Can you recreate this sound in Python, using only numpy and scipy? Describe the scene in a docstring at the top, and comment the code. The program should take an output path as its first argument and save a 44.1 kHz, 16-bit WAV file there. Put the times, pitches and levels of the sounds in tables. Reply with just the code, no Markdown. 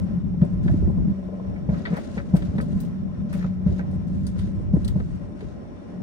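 """Sled on steel rails

A sled rolls slowly round a bend on tubular steel rails in open woodland, heard close up from a phone
on board. Wind buffets the two microphone ports. The wheels hum and rumble through the sled body; rail
joints and sharp wind buffets thump; guides rub along the rails and loose metal parts clack and ring."""
import sys
import numpy as np
from scipy import signal
from scipy.fft import rfft, irfft, next_fast_len
from scipy.io import wavfile

SR = 44100
rng = np.random.default_rng(int(sys.argv[2]) if len(sys.argv) > 2 else 0)


def bounce(signal):
    """Save signal as a 16-bit WAV file at the path given by the first command-line argument."""
    frames = np.transpose(np.atleast_2d(signal))
    limited = np.clip(frames, -1, 1)
    pcm = np.round(limited * 32767).astype(np.int16)
    wavfile.write(sys.argv[1], SR, pcm)


N = 265526
HZ = np.maximum(np.fft.rfftfreq(next_fast_len(N), 1 / SR), 1)

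# levels round the bend: (time [s], wind [dB], rolling noise [dB], body drone [dB])
RIDE_LEVELS = [(0, -30, -35.5, -28), (.35, -36.5, -50, -30.5), (.62, -23.5, -38.5, -30),
               (.9, -23.5, -38, -27.5), (1.125, -34.5, -42, -21), (1.145, -35.5, -38.5, -63),
               (1.47, -41, -36.5, -36), (1.66, -36, -38.5, -34.5), (1.78, -42.5, -36.5, -24.5),
               (1.84, -36.5, -34.5, -41.5), (2.28, -40, -39.5, -35), (2.45, -33.5, -37.5, -31),
               (2.75, -35, -38.5, -25), (2.9, -38, -43.5, -28), (3.4, -32.5, -40, -30.5),
               (3.58, -30.5, -45, -36.5), (3.8, -29.5, -35.5, -37), (4.2, -30.5, -44.5, -26.5),
               (4.6, -26.5, -42, -35.5), (5.0, -23, -42.5, -34), (5.3, -39, -40, -38.5),
               (5.9, -41, -40.5, -54.5), (6.02, -43.5, -37.5, -24.5)]
# gusts and jolts at the ports: (time [s], peak [dB])
WIND_BUFFETS = [(.15, -30.5), (.27, -20), (.42, -26.5), (.65, -20), (.72, -21), (.87, -16.5), (1.0, -19.5),
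                (1.51, -24.5), (1.71, -26.5), (2.2, -28.5), (2.36, -23), (2.5, -30), (2.6, -29.5),
                (2.75, -26), (3.19, -29), (3.7, -21), (3.96, -20.5), (4.12, -33.5), (4.27, -29.5),
                (4.58, -25), (4.68, -21.5), (4.76, -21.5), (4.93, -24.5), (5.11, -28.5), (5.45, -30.5)]
# wind on the microphone: (frequency [Hz], relative level [dB])
WIND_SPECTRUM = [(12, -44), (25, -8), (50, 1.5), (90, 3.5), (130, -4), (190, -4.5), (270, -18.5),
                 (370, -20.5), (480, -35.5), (900, -98.5)]
# guides touching the rails: (time [s], length [s], scrape [dB], sheen [dB])
GUIDE_TOUCHES = [(0, 0.056, -73, -71.5), (.05, 1, -84.5, -88), (0.436, 0.13, -70.5, -77),
                 (0.628, 0.17, -60, -69), (0.81, 0.12, -70, -77), (1.144, 0.11, -81, -81),
                 (1.7, .2, -58.5, -74), (1.902, 0.31, -56, -67), (2.222, 0.19, -65, -74.5),
                 (2.34, .15, -57.5, -70), (2.493, 0.24, -63, -73.5), (2.682, 0.19, -60.5, -68.5),
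                 (3.292, 0.11, -57, -71), (3.382, 0.09, -56, -76), (3.664, 0.14, -58.5, -71),
                 (3.917, 0.049, -69, -72), (4.07, 0.44, -64, -72), (4.365, 0.12, -61, -85),
                 (4.507, 0.14, -80, -75), (4.73, 0.45, -64.5, -72), (5.146, 0.35, -83, -80),
                 (5.388, 0.15, -63, -77)]
# midrange of the friction: (frequency [Hz], relative level [dB])
SCRAPE_SPECTRUM = [(590, -26), (1000, -18), (1160, -8.5), (1450, -0.5), (2520, -11.5), (2930, -11.5),
                   (3880, -11.5), (6800, -12.5), (8840, -52.5), (15000, -120)]
# treble of the friction: (frequency [Hz], relative level [dB])
SHEEN_SPECTRUM = [(6500, -8), (7200, -0.5), (9500, 0), (10400, -13.5), (11200, -37), (13500, -15),
                  (15800, -13)]
# guide resonances: (frequency [Hz], width [Hz], lift [dB])
GUIDE_MODES = [(2040, 97, 1.5), (2780, 150, 6), (3880, 420, 3), (5740, 300, -2)]
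# wheel tone: (time [s], pitch [Hz], level [dB])
WHEEL_HUM = [(0, 176.8, -31.5), (.5, 178.8, -30.5), (1.1, 186.2, -33.5), (1.6, 190.9, -33.5),
             (2.0, 185.4, -51.5), (2.4, 185.8, -34), (3.0, 189.9, -33.5), (3.8, 186, -28.5),
             (4.4, 192.1, -34), (4.8, 190.5, -36), (5.2, 195.2, -49.5), (5.6, 184.9, -69),
             (6.02, 183.7, -34)]
# wheels on steel: (frequency [Hz], relative level [dB])
ROLL_SPECTRUM = [(120, -22), (200, -2.5), (240, -6), (490, -17.5), (644, -18.5), (896, -31), (1040, -34.5),
                 (1180, -40.5), (2200, -53.5), (4100, -65.5), (5000, -68), (6000, -65), (6300, -70),
                 (7800, -72.5), (9640, -71.5), (11400, -92.5), (15800, -97.5)]
# wheel and rail resonances: (frequency [Hz], width [Hz], lift [dB])
RAIL_MODES = [(585, 45, 9), (1038, 35, 10), (820, 30, 4), (1295, 50, 6), (1430, 45, 4), (1910, 70, 5),
              (2330, 50, 4), (2890, 50, 4), (4460, 90, 6), (5500, 300, 9)]
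# blows of loose parts, weighted in four bands: (time [s], knock [dB], clank [dB], tick [dB],
# sparkle [dB], tail t60 [s], ping [dB], own pitch [Hz])
PART_BLOWS = [(0.415, -39, -51, -60, -70, 0.17, -73.5, 1300),
              (0.4482, -59, -73, -59, -79, 0.088, -69, 8500), (0.68, -33, -42, -69, -74, 0.08, -80, 1650),
              (1.562, -44.5, -71, -87, -94, 0.11, -96, 2230),
              (1.691, -39, -51, -65, -84.5, 0.11, -84, 1000),
              (1.742, -39.5, -56, -68, -79, 0.37, -90, 1260), (1.784, -51, -51, -57, -78, 0.16, -89, 4500),
              (1.853, -27, -33, -60, -87, 0.15, -75, 1920),
              (1.8595, -32.5, -46, -72, -85, 0.072, -88, 1900),
              (1.868, -34, -48, -76, -83, 0.26, -86, 1880), (1.923, -38, -62, -73, -85, 0.18, -89, 1570),
              (1.94, -34.5, -58, -66, -80, 0.32, -74, 1000), (1.956, -38, -58, -70, -85, 0.06, -90, 1350),
              (1.9663, -38, -43, -50, -56, 0.24, -65, 5500), (1.974, -37, -57, -64, -86, 0.056, -85, 1780),
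              (1.985, -42, -58, -68, -85, 0.05, -82, 950), (2.1778, -29.5, -41, -57, -90, 0.12, -89, 2040),
              (2.2, -39, -67, -75, -90, 0.056, -88, 1650), (2.338, -46, -69, -80, -92, 0.07, -86, 1000),
              (2.355, -38, -60, -52, -54, 0.28, -56, 1540), (2.364, -48, -41, -44, -56, 0.12, -70, 9380),
              (2.4222, -36, -44, -70, -92, 0.05, -68, 3250), (2.582, -32, -41, -55, -83, 0.09, -91, 2050),
              (2.601, -30.5, -72, -78, -90, 0.059, -94, 1300),
              (2.61, -76, -43.5, -43.5, -56, 0.19, -69, 4700),
              (2.8031, -57, -46.5, -43.5, -45, 0.21, -66, 4100),
              (3.3286, -35, -47, -46, -52, 0.37, -74, 9500), (3.339, -44.5, -54, -57, -87, 0.17, -91, 2800),
              (3.409, -44, -63, -77, -90, 0.13, -90, 1730), (3.425, -39, -55, -80, -95, 0.14, -88, 2820),
              (3.4432, -37.5, -57.5, -85, -105.5, 0.15, -83, 1300),
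              (3.662, -47, -66, -83, -91, 0.08, -89.5, 1000),
              (3.675, -49, -69, -80.5, -83, 0.13, -79, 1500), (3.793, -33, -52, -78, -87, 0.18, -88, 1550),
              (3.9115, -74, -62, -57.5, -65, 0.12, -79, 4300), (4.019, -73, -67, -72, -82, 0.13, -85, 5800),
              (4.267, -46, -43, -38.5, -54, 0.16, -72, 9200), (4.383, -50, -48, -50, -70, 0.24, -83, 9000),
              (4.39, -48, -47, -56, -66, 0.26, -90, 4700), (4.592, -67, -62.5, -71, -84, 0.072, -80, 3650),
              (4.764, -45, -60, -63, -93, 0.094, -71.5, 1000),
              (4.8463, -49, -42, -43, -57, 0.084, -62, 4000),
              (4.8521, -57, -62, -59, -72, 0.044, -93, 5700),
              (4.8785, -54, -38, -39.5, -50, 0.12, -81, 4100),
              (4.886, -44.5, -57, -60, -70, 0.06, -88, 1900),
              (5.0013, -40, -50, -83, -97, 0.063, -80, 1330), (5.407, -44, -48, -60, -82, 0.13, -99, 3700)]
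# limits of the knock, clank, tick and sparkle bands: (edge [Hz])
BAND_EDGES_HZ = [800, 2600, 4600, 11200, 16500]
# low bands start softer, high ones crack: (rise [s], crack over tail [ratio], gain per bounce [dB])
BAND_ATTACKS = [(.0012, .6, -12), (.0006, 1.6, -9), (.0004, 3.2, -4), (.0003, 3.4, -3.5)]
# rattling metal: (frequency [Hz], relative level within its band [dB])
CLATTER_SPECTRUM = [(800, -5.5), (1150, -0.5), (1600, -5), (2000, -3), (2600, -7), (3000, -0.5),
                    (3600, 1.5), (4200, -7), (4700, -1), (5500, 4), (7000, -2), (9300, 2.5), (10500, -3),
                    (11250, -30.5), (12000, -7), (13500, 8.5), (14500, 3.5), (15900, 3.5)]
# resonances of the struck parts: (frequency [Hz], nominal width [Hz], weight [dB])
METAL_MODES = [(966, 50, 4.5), (1279, 42, 1.5), (1410, 82, 4), (1537, 30, 2), (1680, 21, -5),
               (1745, 52, 3.5), (1894, 71, 4.5), (1976, 57, 0.5), (2245, 66, 2), (2680, 86, 2),
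               (3170, 99, -0.5), (3570, 110, 1), (4076, 130, 3.5), (4630, 180, 5), (5700, 380, 0.5),
               (8500, 400, 2), (9550, 500, 5), (10100, 400, -1.5)]
# low thumps from rail joints and sharp wind buffets, each with a short ring or low burst:
# (time [s], peak [dB], pitch [Hz], shudder [dB], burst [dB], burst pitch [Hz], burst width [Hz])
LOW_THUMPS = [(0.339, -19.5, 178.6, -39, -42, 388, 120), (0.374, -23, 167, -49, -45, 352, 120),
              (0.418, -3.5, 166.7, -49, -28.5, 589, 45), (0.534, -20.5, 167.3, -47, -47, 554, 110),
              (0.655, -13.5, 170.5, -34, -25, 326, 120), (0.688, -28, 175.6, -28.5, -37.5, 677, 70),
              (0.735, -22.5, 167, -36, -16, 278, 150.4), (0.82, -22.5, 180, -41, -27.5, 367, 130),
              (0.872, -22, 136, -32, -24, 340, 131), (0.895, -29, 175, -31, -30, 380, 130),
              (0.981, -20, 182.4, -37, -32, 335, 60), (1.043, -33, 180.6, -46, -44.5, 410, 130),
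              (1.072, -20.5, 183, -44, -26, 292, 130), (1.286, -39.5, 190, -33, -37, 430, 120),
              (1.33, -30, 182.7, -33, -46, 603, 109.2), (1.396, -36, 179.3, -33, -39.5, 438, 100),
              (1.688, -10, 167, -27.5, -32.5, 646, 89.3), (1.727, -17, 175.6, -33, -49, 590, 80),
              (1.905, -19, 183, -39, -45, 564, 110), (1.917, -20, 180, -40, -48, 486, 60),
              (1.928, -16, 182.5, -27, -35, 474.5, 59.5), (1.968, -34.5, 183.5, -25.5, -38.5, 850, 90),
              (1.98, -30, 189.6, -45, -28.5, 616, 140), (2.17, -18.5, 195.4, -28, -34.5, 562, 34.45),
              (2.337, -4.5, 175.4, -23, -30, 650, 100), (2.55, -16, 161, -33.5, -56, 601.2, 109.9),
              (2.582, -15, 189.5, -26.5, -37.5, 548.5, 45), (2.835, -23.5, 181.7, -39, -42.5, 399, 110),
              (3.348, -32, 196, -37, -37.5, 577, 60), (3.445, -19, 147.3, -31.5, -39, 550, 80),
              (3.661, -9.5, 178.4, -44, -43, 520, 110.7), (3.79, -29.5, 184, -35, -35.5, 560, 100),
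              (3.942, -25.5, 181, -62, -58, 603.6, 108.4), (4.355, -39, 183, -48, -41, 504, 110),
              (4.486, -28.5, 184.4, -56, -45, 544.5, 110), (4.592, -28, 183.4, -49, -37, 492, 110),
              (4.735, -7, 179.8, -27.5, -32.5, 530, 110), (4.764, -22, 111, -30.5, -19, 292.3, 131),
              (4.955, -11, 163.7, -33, -45, 610, 109.9), (4.999, -29, 192.6, -33, -61, 600, 110),
              (5.42, -41, 189, -53, -31.5, 414, 110.4)]
# the noisy shudder of a thump: (frequency [Hz], relative level [dB])
SHUDDER_SPECTRUM = [(300, -23.5), (420, 17.5), (590, 9), (700, 10), (1030, 1.5), (1300, -53.5)]
# balance of the ports: (frequency [Hz], left over right [dB])
PORT_BALANCE = [(60, 0), (110, 0), (200, 2.5), (380, 1.5), (700, .5), (1290, -.5), (2380, 1.5), (4400, 6),
                (8120, 1), (11000, -1), (15000, 0)]
# phase between the ports: (frequency [Hz], left lead [rad])
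PORT_PHASE = [(180, 0), (400, -1), (1000, -1.7), (2500, -3), (4500, -4.4), (8000, -5.3),
              (12000, -2 * np.pi)]


def from_db(db):
    """Gain of a level in dB."""
    return 10 ** (np.asarray(db) / 20)


def rms_one(x):
    """Scaled to unit power."""
    return x / np.sqrt(np.mean(x ** 2) + 1e-20)


def in_time(rows):
    """Columns of a curve, one value per sample."""
    times, *columns = np.transpose(rows)
    return [np.interp(np.arange(N) / SR, times, column) for column in columns]


def on_grid(points):
    """A spectrum table read at every frequency."""
    hz, value = np.transpose(points)
    return np.interp(np.log(HZ), np.log(np.maximum(hz, 1)), value)


def lifted(modes):
    """Gain in dB of a set of resonances."""
    return sum(db / (1 + (2 * (HZ - hz) / width) ** 2) for hz, width, db in modes)


def above(hz, edge_octaves=.08):
    """Power share of each frequency that lies above a soft edge."""
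    return .5 + .5 * np.tanh(np.log2(HZ / hz) / edge_octaves)


def drift(rate):
    """A random wander of spread 1, changing about rate times a second."""
    hop, settle = 40, 2000
    pole = np.exp(-2 * np.pi * rate * hop / SR)
    draws = rng.standard_normal(N // hop + settle + 2)
    slow = signal.lfilter([1], [1, -2 * pole, pole * pole], draws)[settle:]
    return np.interp(np.arange(N) / hop, np.arange(len(slow)), rms_one(slow))


def noise(colour, alike):
    """Coloured noise of unit power; alike is the correlation between the two ports."""
    left, other = rng.standard_normal((2, next_fast_len(N)))
    right = alike * left + np.sqrt(1 - alike ** 2) * other
    return rms_one(irfft(rfft([left, right]) * colour)[:, :N])


def bumps(rows, rise_s, fall_s):
    """Power envelope of (time [s], peak [dB]) events that swell up to their time and die after it."""
    t = np.arange(0, N + 40, 40) / SR
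    power = sum(from_db(db) ** 2 * np.exp(-2 * np.maximum((s - t) / rise_s, (t - s) / fall_s))
                for s, db in rows)
    return np.interp(np.arange(N) / SR, t, power)


def add(out, s, sound):
    """Mixes a short sound in at time s."""
    i = round(s * SR)
    out[:, i:i + sound.shape[1]] += sound[:, :N - i]


def rail_whine(hz=3600, width_hz=90, level_db=-77):
    """A thin, faint rail tone that wavers in level."""
    line = 1 / (1 + (2 * (HZ - hz) / width_hz) ** 2)
    return from_db(level_db + 2.2 * drift(9)) * noise(line, alike=0.9)


def wind(level_db):
    """Lumpy low buffeting right on the microphone, nearly unrelated at the two ports."""
    lumps_db = 2.0 * np.array([drift(8), drift(8)])
    level = np.sqrt(from_db(level_db) ** 2 + bumps(WIND_BUFFETS, rise_s=0.036, fall_s=0.04))
    return level * from_db(lumps_db) * noise(from_db(on_grid(WIND_SPECTRUM)), alike=0.011)


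def grit(per_s=90, size_db=2.5, decay_s=.004):
    """Gain of the friction, jumping at each small tick of grit."""
    ticks = (rng.random(N) < per_s / SR) * (from_db(size_db * rng.exponential(1, N)) - 1)
    pole = np.exp(-1 / (decay_s * SR))
    return rms_one(1 + signal.lfilter([1], [1, -pole], np.minimum(ticks, 1.3) + 1e-18))


def guide_rub(rise_s=.008, fade_s=.035):
    """Grainy friction noise that swells as the guides touch the rails and dies away."""
    t = np.arange(N) / SR
    power = from_db([[-80], [-89]]) ** 2  # scrape and sheen between touches
    for s, length_s, *db in GUIDE_TOUCHES:
        onset = np.clip((t - s) / rise_s + .5, 0, 1) ** 2
        release = np.exp(-2 * np.maximum(t - s - length_s + fade_s / 2, 0) / fade_s)
        power = power + from_db(db)[:, None] ** 2 * onset * release
    scrape_gain, sheen_gain = np.sqrt(power) * grit() * from_db(1.2 * drift(120))
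    scrape = scrape_gain * noise(from_db(on_grid(SCRAPE_SPECTRUM) + lifted(GUIDE_MODES)), alike=0.026)
    return scrape + sheen_gain * noise(from_db(on_grid(SHEEN_SPECTRUM)), alike=0.31)


def stirred(level_db, stir_db, rise_s=.008):
    """A level in dB, raised for a moment by every thump."""
    kicks = bumps([(s + rise_s, db + stir_db) for s, db, *_ in LOW_THUMPS], rise_s, fall_s=.035)
    return 10 * np.log10(from_db(level_db) ** 2 + kicks)


def body_drone(level_db, hz=178.3, half_width_hz=40.3):
    """Rail roughness shakes the lowest resonance of the sled body."""
    resonance = 1 / (1 + ((HZ - hz) / half_width_hz) ** 2)
    return from_db(level_db) * noise(resonance, alike=0.027)


def wheel_hum():
    """A wavering tone that follows wheel speed."""
    hz, level_db = in_time(WHEEL_HUM)
    wavering_hz = hz + 2.977 * drift(5.435) + 3.01 * drift(23.8)
    phase = 2 * np.pi * np.cumsum(wavering_hz) / SR
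    return from_db(level_db + 1.7 * drift(11)) * np.sqrt(2) * np.sin(phase)


def rolling(level_db, crossover_hz=1300):
    """Broad noise, lifted at wheel and rail resonances; the treble follows the load only in part."""
    colour = from_db(on_grid(ROLL_SPECTRUM) + lifted(RAIL_MODES))
    low = 1 / (1 + (HZ / crossover_hz) ** 4)
    rumble = from_db(level_db + 1.5 * drift(30)) * noise(colour * low, alike=0.17)
    hiss_db = -54.5 + 0.25 * (level_db - level_db.mean()) + 1.2 * drift(6.8)
    return rumble + from_db(hiss_db) * noise(colour * (1 - low), alike=0.11)


def bounced(sound, bounce_db, gap_s, contacts=5):
    """A struck part chatters: each row repeats quickly, weaker by its own step every time."""
    out = np.zeros_like(sound)
    for k in range(contacts):
        remaining = sound.shape[1] - round(k * gap_s * SR)
        add(out, k * gap_s, from_db(k * bounce_db)[:, None] * sound[:, :remaining])
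    return out


def metal_ring(band_db, own_hz, bounce_db, gap_s, ring_db=-13, contact_s=.0004):
    """A blow and its bounces set every metal mode ringing, with its own strength at each port."""
    t = np.arange(SR // 10) / SR
    hz, width_hz, mode_db = np.transpose(METAL_MODES)
    band = np.searchsorted(BAND_EDGES_HZ, hz) - 1
    near_db = 10 * np.exp(-(np.log2(hz / own_hz) / .1) ** 2)  # louder near the blow's own pitch
    scatter_db = 2.5 * rng.standard_normal(len(hz)) + 2 * rng.standard_normal((2, len(hz)))
    strength = from_db(band_db[band] + mode_db + near_db + ring_db + scatter_db)
    polarity = rng.choice([-1, 1], len(hz))
    envelope = (1 - np.exp(-t / contact_s)) * np.exp(-np.pi * width_hz[:, None] * .8 * t)
    modes = envelope * np.sin(2 * np.pi * hz[:, None] * t)
    return (strength * polarity) @ bounced(modes, bounce_db[band], gap_s)


def clacks(crack_s=.0012, rattle_db=-12.5, ping_hz=7935, ping_t60_s=.15):
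    """Loose parts strike near the microphone: a chattering crack, ringing modes, a rattling tail."""
    t = np.arange(SR // 4) / SR
    envelopes, out = np.zeros((4, N)), np.zeros((2, N))
    rise_s, crack_gain, bounce_db = np.transpose(BAND_ATTACKS)
    rise = 1 - np.exp(-t / rise_s[:, None])
    crack = rise * crack_gain[:, None] * np.exp(-t / crack_s)
    for s, *band_db, t60, ping_db, own_hz in PART_BLOWS:
        band_db = np.array(band_db)
        gap_s = .0036 * rng.uniform(.93, 1.07)
        chatter = bounced(crack, bounce_db, gap_s)
        tail = rise * from_db(-60 * t / t60)
        add(envelopes, s, from_db(band_db + rattle_db)[:, None] * (chatter + tail))
        add(out, s, metal_ring(band_db, own_hz, bounce_db, gap_s))
        ping = from_db(ping_db - 60 * t / ping_t60_s) * np.sin(2 * np.pi * ping_hz * t)
        add(out, s, ping[None])  # a small part rings on
    flicker = from_db(1.5 * drift(90))
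    colour = from_db(on_grid(CLATTER_SPECTRUM) + 0.97 * lifted(METAL_MODES))
    bands = zip(envelopes, BAND_EDGES_HZ, BAND_EDGES_HZ[1:], (0.07, 0.13, 0.17, .8))
    for envelope, low_hz, high_hz, alike in bands:
        passband = np.sqrt(np.maximum(above(low_hz) - above(high_hz), 0))
        out += flicker * envelope * noise(colour * passband, alike)
    return out


def swell(hz, width_hz, order):
    """A soft blow through a chain of resonances: it builds and dies under an envelope of peak 1."""
    t = np.arange(SR // 8) / SR
    age = np.pi * width_hz * t
    envelope = (age * np.exp(1 - age / order) / order) ** order
    return envelope * np.sin(2 * np.pi * hz * t)


def thumps(rise_s=.002, shudder_t60_s=.055):
    """Rail joints and sharp wind buffets: a low thump, a brief shudder, a short ring or low burst."""
    t = np.arange(SR // 4) / SR
    tones, shudder = np.zeros((2, 1, N))
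    rise = 1 - np.exp(-t / rise_s)
    for s, thump_db, thump_hz, shudder_db, burst_db, burst_hz, width_hz in LOW_THUMPS:
        add(tones, s - .0018, from_db(thump_db) * swell(thump_hz, width_hz=112, order=3)[None])
        add(tones, s + .003, from_db(burst_db) * swell(burst_hz, width_hz, order=2)[None])
        add(shudder, s, from_db(shudder_db - 60 * t / shudder_t60_s)[None] * rise)
    return tones + shudder * noise(from_db(on_grid(SHUDDER_SPECTRUM) + lifted(RAIL_MODES)), alike=0.91)


def scene():
    """The ride as it reaches the two ports on board."""
    wind_db, roll_db, drone_db = in_time(RIDE_LEVELS)
    drone = body_drone(stirred(drone_db, stir_db=-23))
    wheels = drone + wheel_hum() + rolling(stirred(roll_db, stir_db=-22))
    return wind(wind_db) + wheels + guide_rub() + rail_whine() + thumps() + clacks()


def record(dry, bass_cut_hz=43.4, top_cut_hz=16250, ceiling=1.7):
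    """The phone: its ports differ in level and phase; the deepest bass and the top are cut."""
    half = from_db(on_grid(PORT_BALANCE) / 2) * np.exp(.5j * on_grid(PORT_PHASE))
    ports = irfft(rfft(dry, next_fast_len(N)) * [half, 1 / half])[:, :N]
    ports = signal.sosfilt(signal.butter(2, bass_cut_hz, "high", fs=SR, output="sos"), ports)
    ports = ceiling * np.tanh(ports / ceiling)  # the loudest thumps are rounded
    return signal.sosfilt(signal.cheby2(20, 70, top_cut_hz, fs=SR, output="sos"), ports)


dry = scene()
out = record(dry)
bounce(out)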